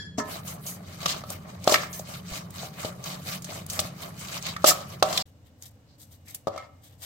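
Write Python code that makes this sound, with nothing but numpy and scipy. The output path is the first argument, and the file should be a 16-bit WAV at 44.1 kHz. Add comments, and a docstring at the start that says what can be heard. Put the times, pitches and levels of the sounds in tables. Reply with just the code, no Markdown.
"""Shredded mango salad is tossed with a spoon in a steel bowl: wet strokes are noise made of random grains.
Knocks ring the bowl's damped modes, scrapes are stick-slip noise, and a spoon's beating modes ring at the start.
A low hum of rumble and wavering tones lies under it. This scene cuts off abruptly; after a moment of silence,
in a quieter kitchen, bursts of grainy noise slice the end off a mango and the piece drops into the bowl and
bounces as further knocks. Faint rumble, hiss and tones lie under both scenes."""
import sys
import numpy as np
from scipy import signal
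from scipy.fft import rfft, irfft, next_fast_len
from scipy.io import wavfile
from scipy.ndimage import uniform_filter1d

SR = 44100
rng = np.random.default_rng(int(sys.argv[2]) if len(sys.argv) > 2 else 0)


def unload_audio(sound):
    """Save the sound as a 16-bit wav file, at the path given as the first command line argument."""
    columns = np.transpose(np.atleast_2d(sound))
    # keep every value between -1 and 1, then stretch to whole-number steps
    steps = np.round(np.clip(columns, -1, 1) * 32767)
    wavfile.write(sys.argv[1], SR, steps.astype(np.int16))


N = 310890
TIME = np.arange(N) / SR
RING_TIME = np.arange(SR // 2) / SR


def amp(db):
    """Logarithmic level: decibels to linear gain."""
    return 10 ** (np.asarray(db) / 20)


def unit(x):
    """Normalisation of power: scale to rms 1."""
    return x / np.sqrt(np.mean(x ** 2) + 1e-18)


def fade(t, t60):
    """Exponential damping: 60 dB down at t60 seconds."""
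    return np.exp(-np.log(1000) * t / t60)


def add(out, start_s, sound):
    """Superposition: mix a sound in at a time."""
    i = max(int(start_s * SR), 0)
    out[:, i:i + sound.shape[1]] += sound[:, :N - i]


def shape(x, gain):
    """Linear filtering: multiply the spectrum by a function of frequency."""
    n = next_fast_len(x.shape[-1], True)
    hz = np.maximum(np.arange(n // 2 + 1) * SR / n, 1)
    return irfft(rfft(x, n) * gain(hz), n)[..., :x.shape[-1]]


def colour(x, points):
    """Spectral envelope: filter by (frequency [Hz], level [dB]) points, then scale to rms 1."""
    hz, db = np.transpose(points)
    return unit(shape(x, lambda f: amp(np.interp(np.log(f), np.log(hz), db, left=-80, right=-80))))


def bell(hz, centre_hz, octaves):
    """Resonance curve: a hump on the octave scale, halved at the given distance from its centre."""
    return 1 / (1 + (np.log2(hz / centre_hz) / octaves) ** 2)


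def ports(x, split_hz):
    """Interaural coherence: left and right nearly alike in the bass, unrelated in the treble."""
    side = shape(x[1], lambda f: np.minimum(f / split_hz + 0.073, 1))
    return np.array([x[0] + side, x[0] - side])


def walk(rate):
    """Random modulation: a slow wander joining rate random values per second."""
    knots = rng.standard_normal(int(N / SR * rate) + 2)
    return np.interp(TIME * rate, np.arange(len(knots)), knots)


def crackle(n, rate, spread_db, grain_s, bed_db):
    """Granular noise: random bursts of unequal size set the power of noise drawn apart for each side."""
    struck = rng.random(n) < rate / SR
    sizes = struck * amp(spread_db * np.minimum(rng.exponential(size=n), 4.5))
    power = signal.lfilter([1], [1, -np.exp(-2 / (grain_s * SR))], sizes ** 2)
    # a smooth bed fills the gaps between grains
    level = np.sqrt(power / (power.mean() + 1e-18) + amp(bed_db) ** 2)
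    return unit(level * rng.standard_normal((2, n)))


def push(start_s, length_s, rise_s, t60):
    """Envelope of one hand movement: exponential growth, a steady hold, exponential decay."""
    t = TIME - start_s
    return fade(np.clip(-t, 0, 1), rise_s) * fade(np.clip(t - length_s, 0, 1), t60)


def wall(x, scatter_db=2, scatter_t60=.07):
    """Comb filtering: dense close reflections give fixed narrow peaks, different on each side."""
    t = RING_TIME[:SR // 8]
    echoes = unit(rng.standard_normal((2, len(t))) * fade(t, scatter_t60)) / np.sqrt(len(t))
    scattered = signal.fftconvolve(x, echoes, axes=1)[:, :x.shape[1]]
    return (x + amp(scatter_db) * scattered) / np.hypot(1, amp(scatter_db))


def patchy(x, depth_db=3, rate=55):
    """Band-wise modulation: changing contacts make half-octave bands flicker independently."""
    n = next_fast_len(N, True)
    spectrum = rfft(x.astype(np.float32), n)
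    hz = np.maximum(np.arange(n // 2 + 1) * SR / n, 1)
    place = np.clip(2 * np.log2(hz / 700), 0, 9)
    out = 0
    for k in range(10):
        weight = np.maximum(1 - abs(place - k), 0).astype(np.float32)
        band = irfft(spectrum * weight, n)[:, :N]
        out = out + band * amp(depth_db * walk(rate) - depth_db / 6)
    return out


# strokes of the spoon through the salad: (full speed from [s], held for [s], rustle level [dB],
# wet fizz relative to rustle [dB], rubbing on the bowl relative to rustle [dB])
STROKES = [(0.293, .08, -43, -3.5, 0.5), (0.478, 0.035, -45, 4, 2), (0.665, 0.034, -47.5, 9, 1.5),
           (0.896, 0.045, -46.5, -7, -4.5), (1.02, 0.15, -40.5, -6.5, -0.5), (1.306, 0.021, -41, -2.5, -3),
           (1.495, 0.012, -48, -9, -0.5), (1.67, 0.17, -40, -7, -6.5), (1.945, 0.033, -53, 12.5, 5.5),
           (2.091, 0.059, -40.5, -6, -4.5), (2.337, 0.028, -35.5, -7.5, -6), (2.565, 0.08, -40.5, -4.5, -3),
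           (2.802, 0.072, -37.5, -5.5, -2.5), (3.063, 0.08, -39, -7, -2), (3.282, 0.058, -36, -4.5, -6.5),
           (3.501, 0.08, -39, -7, -3.5), (3.732, 0.12, -42.5, -5, 0.5), (4.024, 0.027, -38.5, -5.5, -3),
           (4.208, 0.16, -39, -6.5, -5), (4.466, 0.023, -34.5, -11.5, -5), (4.658, 0.15, -42.5, -6.5, 0),
           (4.92, 0.0078, -42, -5.5, -3.5)]
# spectrum of shreds sliding over each other: (frequency [Hz], level [dB])
RUSTLE_SPECTRUM = [(900, -15.5), (1300, -6.5), (1600, -3), (2300, -2), (2600, -3.5), (3050, 1),
                   (3450, -0.5), (4200, 0), (5000, -1.5), (6100, -1), (6900, -5.5), (7500, -2.5),
                   (10000, -15.5), (13000, -44)]
# spectrum of the wet fizz: (frequency [Hz], level [dB])
FIZZ_SPECTRUM = [(7500, -14.5), (9500, -9.5), (12000, -8.5), (16000, -12)]
# spectrum of the bowl's body under rubbing, also used by the scrapes: (frequency [Hz], level [dB])
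RUB_SPECTRUM = [(150, -30), (290, -4), (450, -9.5), (610, 1.5), (780, -3.5), (950, -8.5), (1170, -0.5),
                (1450, -10.5), (2200, -14.5), (4000, -40.5)]
# times for 60 dB of swell before full speed and of settling after it [s]
STROKE_RISE_S, STROKE_T60_S = 0.25, 0.21
# between strokes the spoon rests on the steel and the heap keeps slipping [dB]
RESTING_RUSTLE_DB, RESTING_FIZZ_DB, RESTING_RUB_DB = -57.5, -62.5, -52.5


def tossing(fizz_t60=.26, rub_t60=0.48, clump_db=2, clumps_per_s=45):
    """Friction noise: each stroke slides wet shreds over each other and drags the spoon along the bowl."""
    rustle = colour(crackle(N, rate=900, spread_db=3.0, grain_s=0.0015, bed_db=-3.5), RUSTLE_SPECTRUM)
    fizz = colour(crackle(N, rate=3200, spread_db=3.5, grain_s=0.0014, bed_db=4.5), FIZZ_SPECTRUM)
    dragging = crackle(N, rate=240, spread_db=2.0, grain_s=0.0028, bed_db=0.5)
    rub = colour(ports(dragging, 710), RUB_SPECTRUM)
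    in_salad = TIME > KNOCKS[0][0]  # the resting level starts at the first knock
    sliding = amp(RESTING_RUSTLE_DB) * in_salad
    wetness = amp(RESTING_FIZZ_DB) * in_salad
    pressure = amp(RESTING_RUB_DB) * in_salad
    for s, length, db, fizz_db, rub_db in STROKES:
        sliding = np.maximum(sliding, amp(db) * push(s, length, STROKE_RISE_S, STROKE_T60_S))
        wetness = np.maximum(wetness, amp(db + fizz_db) * push(s, length, STROKE_RISE_S, fizz_t60))
        pressure = np.maximum(pressure, amp(db + rub_db) * push(s, length, STROKE_RISE_S, rub_t60))
    # the shreds give way in clumps
    clumps = amp(clump_db * walk(clumps_per_s))
    shreds = clumps * (sliding * rustle + wetness * fizz) + breaks()
    return wall(shreds, scatter_db=-1, scatter_t60=0.056) + pressure * rub


# breaking shreds: number per second of held stroke, mean peak over the rustle level [dB],
# median centre frequency [Hz], decay [s]
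BREAKS_PER_S, BREAK_DB, BREAK_HZ, BREAK_T60_S = 41, 6, 6000, .016


def breaks(spread_db=4):
    """Impulsive fracture: single shreds break at random moments of a stroke, louder in louder strokes."""
    out, t = np.zeros((2, N)), RING_TIME[:SR // 25]
    for s, length, db, _, _ in STROKES:
        for _ in range(int(round(BREAKS_PER_S * length))):
            centre_hz = BREAK_HZ * 2 ** (.5 * rng.standard_normal())
            crack = shape(rng.standard_normal((2, len(t))), lambda f: bell(f, centre_hz, 0.74))
            crack = crack * fade(t, BREAK_T60_S)
            start_s = s + length * rng.random()
            peak_db = db + BREAK_DB + spread_db * rng.uniform(-1, 1)
            add(out, start_s, amp(peak_db) * crack / abs(crack).max())
    return out


# the bowl's modes: (frequency [Hz], level [dB], t60 of the free ring [s])
BOWL_MODES = [(85, -19.5, .25), (225, -15, 0.14), (269, -9, 0.13), (374, -16, 0.11), (424, -7, 0.31),
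              (510, -22, .2), (573, 2.5, 0.47), (614, 5.5, 0.33), (699, -4, 0.16), (766, -9, 0.99),
              (934, -11.5, 0.29), (1140, -14, .3), (1030, -11.5, 0.28), (1065, -7, 0.15),
              (1170, 8.5, 0.041), (1306, 3, 0.19), (1431, -24.5, 0.3), (1573, -14, 0.21), (1730, -11, 0.24),
              (1842, -15.5, 0.31), (2110, -11, 0.21), (2280, -15, 0.16), (2900, -19.5, .2),
              (2740, -18.5, .16), (3480, -7.5, .2), (3680, -9, .16), (4290, -19.5, .15)]
# decay of the contact click [s], time the bowl takes to start moving [s], wobble of the ring's phase [rad]
CLICK_T60, CONTACT_S, WOBBLE = .028, .0003, .45


def knock(centre_hz, octaves, ring_db, click_db, held_t60=.034, click_hz=4200, apart_hz=2000,
          rise_s=0.0019, bass_cut=0.31, spill=1.44):
    """Modal synthesis: struck modes die fast under the contact, then ring on; the blow favours a range."""
    hz, db, t60 = np.transpose(BOWL_MODES)[:, :, None]
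    gain = amp(db + rng.standard_normal(db.shape))
    favour = bell(hz, centre_hz, octaves)
    t = RING_TIME.astype(np.float32)
    held = favour ** 2 * fade(t, np.float32(held_t60))
    # the free ring spills into modes further from those that were struck
    free = amp(ring_db) * favour ** spill * fade(t, t60.astype(np.float32))
    envelope = held + free
    detuned_hz = hz * (1 + 0.0056 * rng.standard_normal(hz.shape))
    turn = (2 * np.pi * detuned_hz).astype(np.float32) * t
    # the shifting load makes each mode's pitch wobble, so the ring is rough
    wobble_hz = rng.uniform(6, 24, hz.shape)
    turn = turn + WOBBLE * np.sin((2 * np.pi * wobble_hz).astype(np.float32) * t)
    # higher modes start more and more out of step, and differently on the two sides
    opposed = rng.standard_normal(hz.shape) * np.array([1, -1])
    shared = 2.0 * rng.standard_normal(hz.shape)
    phase = np.minimum(hz / apart_hz, 1.2) * (opposed + shared)
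    body = (gain * np.cos(phase)).T @ (envelope * np.sin(turn))
    body = body + (gain * np.sin(phase)).T @ (envelope * np.cos(turn))
    body = body * (1 - np.exp(-t / CONTACT_S))
    # a high-pass keeps the knock free of a low thump
    cut_hz = bass_cut * min(centre_hz, 600) / max(octaves, 1)
    body = signal.sosfilt(signal.butter(2, cut_hz, "high", fs=SR, output="sos"), body)
    click = shape(rng.standard_normal((2, len(t))), lambda f: bell(f, click_hz, 0.73))
    click = click * fade(t, CLICK_T60) * (1 - np.exp(-t / rise_s))
    return -body / abs(body).max() + amp(click_db) * click / abs(click).max()


# knocks on the bowl, some built from several rows that colour one hit: (time [s],
# peak of the body [dB], favoured frequency [Hz], spread [octaves], free ring relative to held ring [dB],
# contact click relative to body [dB], left minus right [dB])
KNOCKS = [(0.182, -19, 248, 0.44, 13, -7, 1), (0.191, -29.5, 990, 0.04, 17, -7, -16.5),
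          (0.199, -25, 1650, 0.37, 0, -13, -1), (0.89, -43, 400, 2.3, 1, -16, -2),
          (1.06, -12.5, 1900, 2.4, -37.5, -1.5, 1), (1.237, -26.5, 900, 1.2, -9.5, -8.5, 0),
          (1.6752, -3, 493, 1.6, -38, -5, 2.5), (1.694, -17, 650, 1.5, -32.5, 2.5, -7),
          (1.7215, -9.5, 417, 0.72, -29, -0.5, 2.5), (1.743, -5.5, 1844, 0.39, -26.5, -3.5, -3),
          (1.7576, -8.5, 2325, 0.45, -40, -9.5, -1.5), (1.8345, -22, 1690, 0.7, -30, -25, 1.5),
          (1.996, -28.5, 605, 0.39, -19, -25, 2), (2.632, -28, 722, 0.18, -10, -20, 2),
          (2.848, -20.5, 292, 1.17, -18, -13, 7), (3.791, -18, 350, 2.4, -28, 8.5, 1),
          (3.852, -29, 500, 1.8, -26, -22, 6), (4.564, -20, 1840, 0.62, -37.5, -8.5, -0.5),
          (4.6425, -2.5, 750, 1.2, -24, -9, 3.5), (4.6458, -7.5, 680, 1.1, -22, -7.5, -13),
          (4.709, -15.5, 1431, 0.55, -18, -23, -5), (4.718, -15.5, 907, 0.82, -35, -17, 1),
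          (5.0253, -2, 830, 0.57, -20, -6, -1.5), (5.127, -23.5, 1133, .5, -4, 4, 3),
          (5.1759, -13.5, 3710, .45, -43, -1, 1), (6.4709, -13.5, 586, 1.17, -21.5, -16.5, 7),
          (6.480, -17.5, 610, 1.23, -30, -17.5, -8), (6.561, -26.5, 575, 1.07, -20, -12, 6),
          (6.576, -28, 1253, 0.26, 4, -3, 1), (6.579, -37, 2160, .15, 7.5, -2, -2)]


def knocks():
    """Impact excitation: the spoon, and later the falling piece of mango, strike the bowl's modes."""
    out = np.zeros((2, N))
    for s, db, centre_hz, octaves, ring_db, click_db, pan_db in KNOCKS:
        side_db = db + np.array([[.5], [-.5]]) * pan_db
        add(out, s, amp(side_db) * knock(centre_hz, octaves, ring_db, click_db))
    return out


# loud snaps of the shreds and light clinks: (time [s], peak level [dB], centre frequency [Hz], t60 [s])
SNAPS = [(0.476, -26, 6400, 0.21), (0.664, -24.5, 6550, 0.31), (1.058, -11, 3600, 0.028),
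         (1.302, -17.5, 8900, 0.025), (1.642, -22, 6060, 0.021), (1.669, -24, 6940, 0.024),
         (1.735, -18, 7400, .02), (1.742, -3, 3510, 0.012), (1.929, -25.5, 6340, 0.24),
         (1.993, -21.5, 7050, 0.043), (2.506, -29.5, 9600, .02), (3.04, -23.5, 6200, 0.034),
         (3.421, -29.5, 6800, 0.062), (3.444, -24, 6140, 0.046), (3.664, -25, 9800, 0.021),
         (3.699, -17.5, 6330, 0.055), (3.8, -9, 7700, .035), (4.425, -22, 6180, 0.03),
         (4.465, -19, 3600, 0.033), (5.175, -8.5, 3870, 0.033), (5.623, -28.5, 6680, 0.018),
         (6.346, -18.5, 9940, 0.05)]


def snaps(octaves=0.97, rise_s=0.00034, tone_width=0.076, tone_db=2):
    """Transient radiation: short bright noise cracks, each with a narrow peak for a hint of pitch."""
    out, t = np.zeros((2, N)), RING_TIME[:SR // 10]
    for s, db, centre_hz, t60 in SNAPS:
        crack = shape(rng.standard_normal((2, len(t))), lambda f: (
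            bell(f, centre_hz, octaves) + amp(tone_db) * bell(f, centre_hz, tone_width)))
        crack = crack * fade(t, t60) * (1 - np.exp(-t / rise_s))
        add(out, s, amp(db) * crack / abs(crack).max())
    return out


# skids of spoon, blade and cut piece: (time [s], length [s], hiss rms before its swell [dB],
# centre frequency [Hz], spread [octaves], bowl's body relative to hiss [dB])
SCRAPES = [(0.174, 0.032, -32.5, 5810, 0.37, 1.5), (1.062, 0.075, -26.5, 3740, 0.75, -24),
           (1.667, 0.057, -29, 5450, 1.5, 2.5), (1.699, 0.067, -23, 4900, 1.5, -3),
           (1.75, 0.11, -42, 2000, 0.45, -14.5), (3.68, 0.14, -35, 8050, 0.95, -24.5),
           (4.653, 0.062, -9, 7000, 1.9, -21), (4.697, 0.052, -39.5, 3980, 1.4, -5.5),
           (5.038, 0.14, -34.5, 4470, 1.3, -0.5), (5.117, 0.12, -32, 4550, 1.1, -3),
           (5.192, 0.034, -29.5, 4670, 0.33, -20), (5.859, .11, -64, 4390, 0.27, -17.5),
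           (6.252, .085, -53.5, 2227, 0.22, -17.5), (6.49, 0.19, -54.5, 3560, 0.6, 8)]


def scrapes(slips=700, squeal_hz=7480, squeal_width=.02, squeal_db=0):
    """Stick-slip: dense slips give a harsh hiss with a narrow squeal, and the bowl's body under it."""
    out = np.zeros((2, N))
    for s, length, db, centre_hz, octaves, body_db in SCRAPES:
        slip = crackle(SR // 4, slips, spread_db=3, grain_s=.001, bed_db=-1)
        hiss = unit(shape(slip, lambda f: bell(f, centre_hz, octaves) * (
            1 + amp(squeal_db) * bell(f, squeal_hz, squeal_width))))
        body = amp(body_db) * colour(ports(slip, 1800), RUB_SPECTRUM)
        skid = (hiss + body)[:, :int(length * SR)]
        swell = np.sin(np.linspace(0, np.pi, skid.shape[1]))
        add(out, s, amp(db) * skid * swell)
    return out


# the bowl is shoved on its mat, and at last the falling piece lands in it: (time [s], level [dB])
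THUDS = [(0.883, -34), (1.059, -31), (1.149, -36), (2.317, -29), (2.848, -31), (3.698, -31), (3.792, -30.5),
         (3.849, -30), (5.025, -28), (6.471, -32.5)]


def thuds(base_hz=76, t60=0.063):
    """Damped oscillation: a dull bump under harder pushes and under the piece's landing, its pitch drawn around
    the base."""
    out = np.zeros((2, N))
    for s, db in THUDS:
        hz = base_hz * rng.uniform(0.51, 2.1)
        bump = np.sin(2 * np.pi * hz * RING_TIME) * fade(RING_TIME, t60)
        add(out, s, amp(db) * bump[None])
    return out


# the spoon's modes: (frequency [Hz], level relative to SPOON_DB [dB], t60 [s], beat with a close twin [Hz])
SPOON_MODES = [(1693, 1, 0.12, 14), (3340, -4, 0.3, 13), (4260, -4, 0.16, 64), (5030, -10, 0.26, 18),
               (5700, -15, 0.24, 36), (6960, -15, 0.33, 16), (8700, -19.5, 0.3, 20), (11600, -34, .3, 13)]
SPOON_DB = -40


def spoon():
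    """Beating: the spoon rings freely from the start as it is taken up, in close pairs of modes."""
    out = np.zeros((2, N))
    for hz, db, t60, beat_hz in SPOON_MODES:
        turn = 2 * np.pi * (hz * RING_TIME + rng.random((2, 1)))
        pair = np.sin(turn) + .5 * np.sin(turn + 2 * np.pi * beat_hz * RING_TIME)
        add(out, 0, amp(SPOON_DB + db) * fade(RING_TIME, t60) * pair)
    return out


# pushes of the knife through the fruit: (full force from [s], held for [s], flesh level [dB],
# rasp of the peel relative to flesh [dB])
CUTS = [(5.26, .02, -66, -1), (5.46, 0.0087, -64, 0.5), (5.631, 0.03, -46.5, -11.5),
        (6.005, 0.027, -50, -15), (6.123, 0.013, -52, -10), (6.284, 0.022, -46, -11.5),
        (6.345, 0.0066, -53, -1), (6.84, 0.033, -56, -4.5), (6.91, 0.018, -63, -0.5),
        (7.026, .02, -39.5, -7)]
# spectrum of bursting flesh: (frequency [Hz], level [dB])
FLESH_SPECTRUM = [(2500, -18), (4000, 0.5), (6400, 1), (8300, 4.5), (9600, -1.5), (12500, 5), (16000, -1.5)]
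# spectrum of the peel's rasp: (frequency [Hz], level [dB])
PEEL_SPECTRUM = [(400, -16), (600, 1), (900, -6.5), (1500, -7), (2000, 0), (2500, -4.5), (3300, -0.5),
                 (5000, -13.5)]
# the blade bites quickly and the sound dies as it stalls: times for 60 dB of rise and of fall [s]
CUT_RISE_S, CUT_T60_S = 0.079, 0.13


def slicing(resting_db=-76, pan_db=3):
    """Fracture noise: the blade bursts the fruit's cells in short pushes and rasps through its peel."""
    cells = colour(crackle(N, rate=630, spread_db=0.0, grain_s=0.0017, bed_db=-16), FLESH_SPECTRUM)
    rasp = colour(crackle(N, rate=1000, spread_db=1.5, grain_s=0.0015, bed_db=-5.5), PEEL_SPECTRUM)
    cut = amp(resting_db) * cells
    for s, length, db, rasp_db in CUTS:
        force = amp(db) * push(s, length, CUT_RISE_S, CUT_T60_S)
        cut = cut + force * (cells + amp(rasp_db) * rasp)
    side_gain = amp(np.array([[.5], [-.5]]) * pan_db)
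    return wall(cut, scatter_db=2.0, scatter_t60=0.044) * side_gain


# spectrum of the hum's rumble: (frequency [Hz], level [dB])
HUM_SPECTRUM = [(25, -22), (50, -12.5), (70, -12.5), (90, 0), (110, -3), (140, 5), (175, 2.5), (205, -2),
                (250, -11.5), (330, -20), (430, -13.5), (600, -36.5)]
# wavering tones of the hum: (mean frequency [Hz], median peak level [dB])
HUM_TONES = [(93, -53), (177, -47)]
HUM_DB = -44.5  # rms of the rumble


def hum(waver=0.013, flutter_db=3):
    """Frequency and amplitude modulation: low rumble with two wavering tones, probably a motor nearby."""
    out = amp(HUM_DB) * colour(ports(rng.standard_normal((2, N)), 2500), HUM_SPECTRUM)
    for hz, db in HUM_TONES:
        level = amp(db + flutter_db * walk(8.9))
        turn = 2 * np.pi * np.cumsum(hz * (1 + waver * walk(14))) / SR
        out = out + level * np.sin(turn)
    return out


# spectrum of the kitchen's rumble and hiss: (frequency [Hz], level [dB])
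AIR_SPECTRUM = [(25, -18), (55, -17.5), (90, 4.5), (115, 0), (170, -10.5), (300, -12), (380, -30),
                (500, -17), (750, -24.5), (1300, -33), (5000, -40), (8100, -42), (9600, -60),
                (16000, -47.5)]
# faint tones of steady pitch: (frequency [Hz], median peak level [dB])
AIR_TONES = [(2890, -81.5), (292, -72.5), (426, -77.5)]
AIR_DB = -54  # rms of the rumble and hiss


def air(flutter_db=-2.0):
    """Stationary noise: the kitchen's own rumble and hiss, with faint tones of wandering level."""
    out = amp(AIR_DB) * colour(ports(rng.standard_normal((2, N)), 1500), AIR_SPECTRUM)
    for hz, db in AIR_TONES:
        out = out + amp(db + flutter_db * walk(3.4)) * np.sin(2 * np.pi * hz * TIME)
    return out


def kitchen(x, wet_db=-8, low_t60=0.49, high_t60=0.21, high_db=-3, split_hz=2500, build_s=0.0016):
    """Reverberation: add a short diffuse echo whose treble dies first."""
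    noise = ports(rng.standard_normal((2, len(RING_TIME))), 1300)
    low = shape(noise, lambda f: 1 / (1 + (f / split_hz) ** 2))
    high = amp(high_db) * (noise - low)
    tail = low * fade(RING_TIME, low_t60) + high * fade(RING_TIME, high_t60)
    tail = tail * (1 - np.exp(-RING_TIME / build_s))
    tail = unit(tail) / np.sqrt(len(RING_TIME))
    return x + amp(wet_db) * signal.fftconvolve(x, tail, axes=1)[:, :N]


# end of the tossing, start of the quieter kitchen, start of its knocks and skids [s]
STOP_S, RESUME_S, SLICE_START_S = 5.224, 5.256, 5.6


def scene():
    """Superposition in two scenes: tossing over the hum, a moment of silence, then slicing."""
    skids = patchy(wall(scrapes(), scatter_db=0.0, scatter_t60=0.085), depth_db=3.0, rate=71)
    contacts = kitchen(knocks(), wet_db=-11.5) + kitchen(snaps() + skids, wet_db=-15.5) + thuds()
    shreds = patchy(tossing(), depth_db=3, rate=55)
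    salad = shreds + kitchen(spoon(), wet_db=1.0) + hum() + contacts
    fruit = slicing() + contacts * (TIME > SLICE_START_S)
    # gates with edges softened over 128 samples
    before = uniform_filter1d((TIME < STOP_S) * 1., size=128)
    after = uniform_filter1d((TIME > RESUME_S) * 1., size=128)
    return before * salad + after * fruit + (before + after) * air()


TOP_HZ = 15900  # upper limit of the treble


def record(dry, dip_hz=9900, dip_octaves=0.15, dip_db=-5.5, top_db=-3):
    """Transducer response: the microphone dips in the treble, clips at full scale and cuts the top."""
    heard = shape(dry, lambda f: amp(
        dip_db * bell(f, dip_hz, dip_octaves) + top_db * bell(f, TOP_HZ, 0.063)))
    low_pass = signal.ellip(10, .2, 80, TOP_HZ, fs=SR, output="sos")
    return signal.sosfilt(low_pass, np.clip(heard, -1, 1))


dry = scene()
out = record(dry)
unload_audio(out)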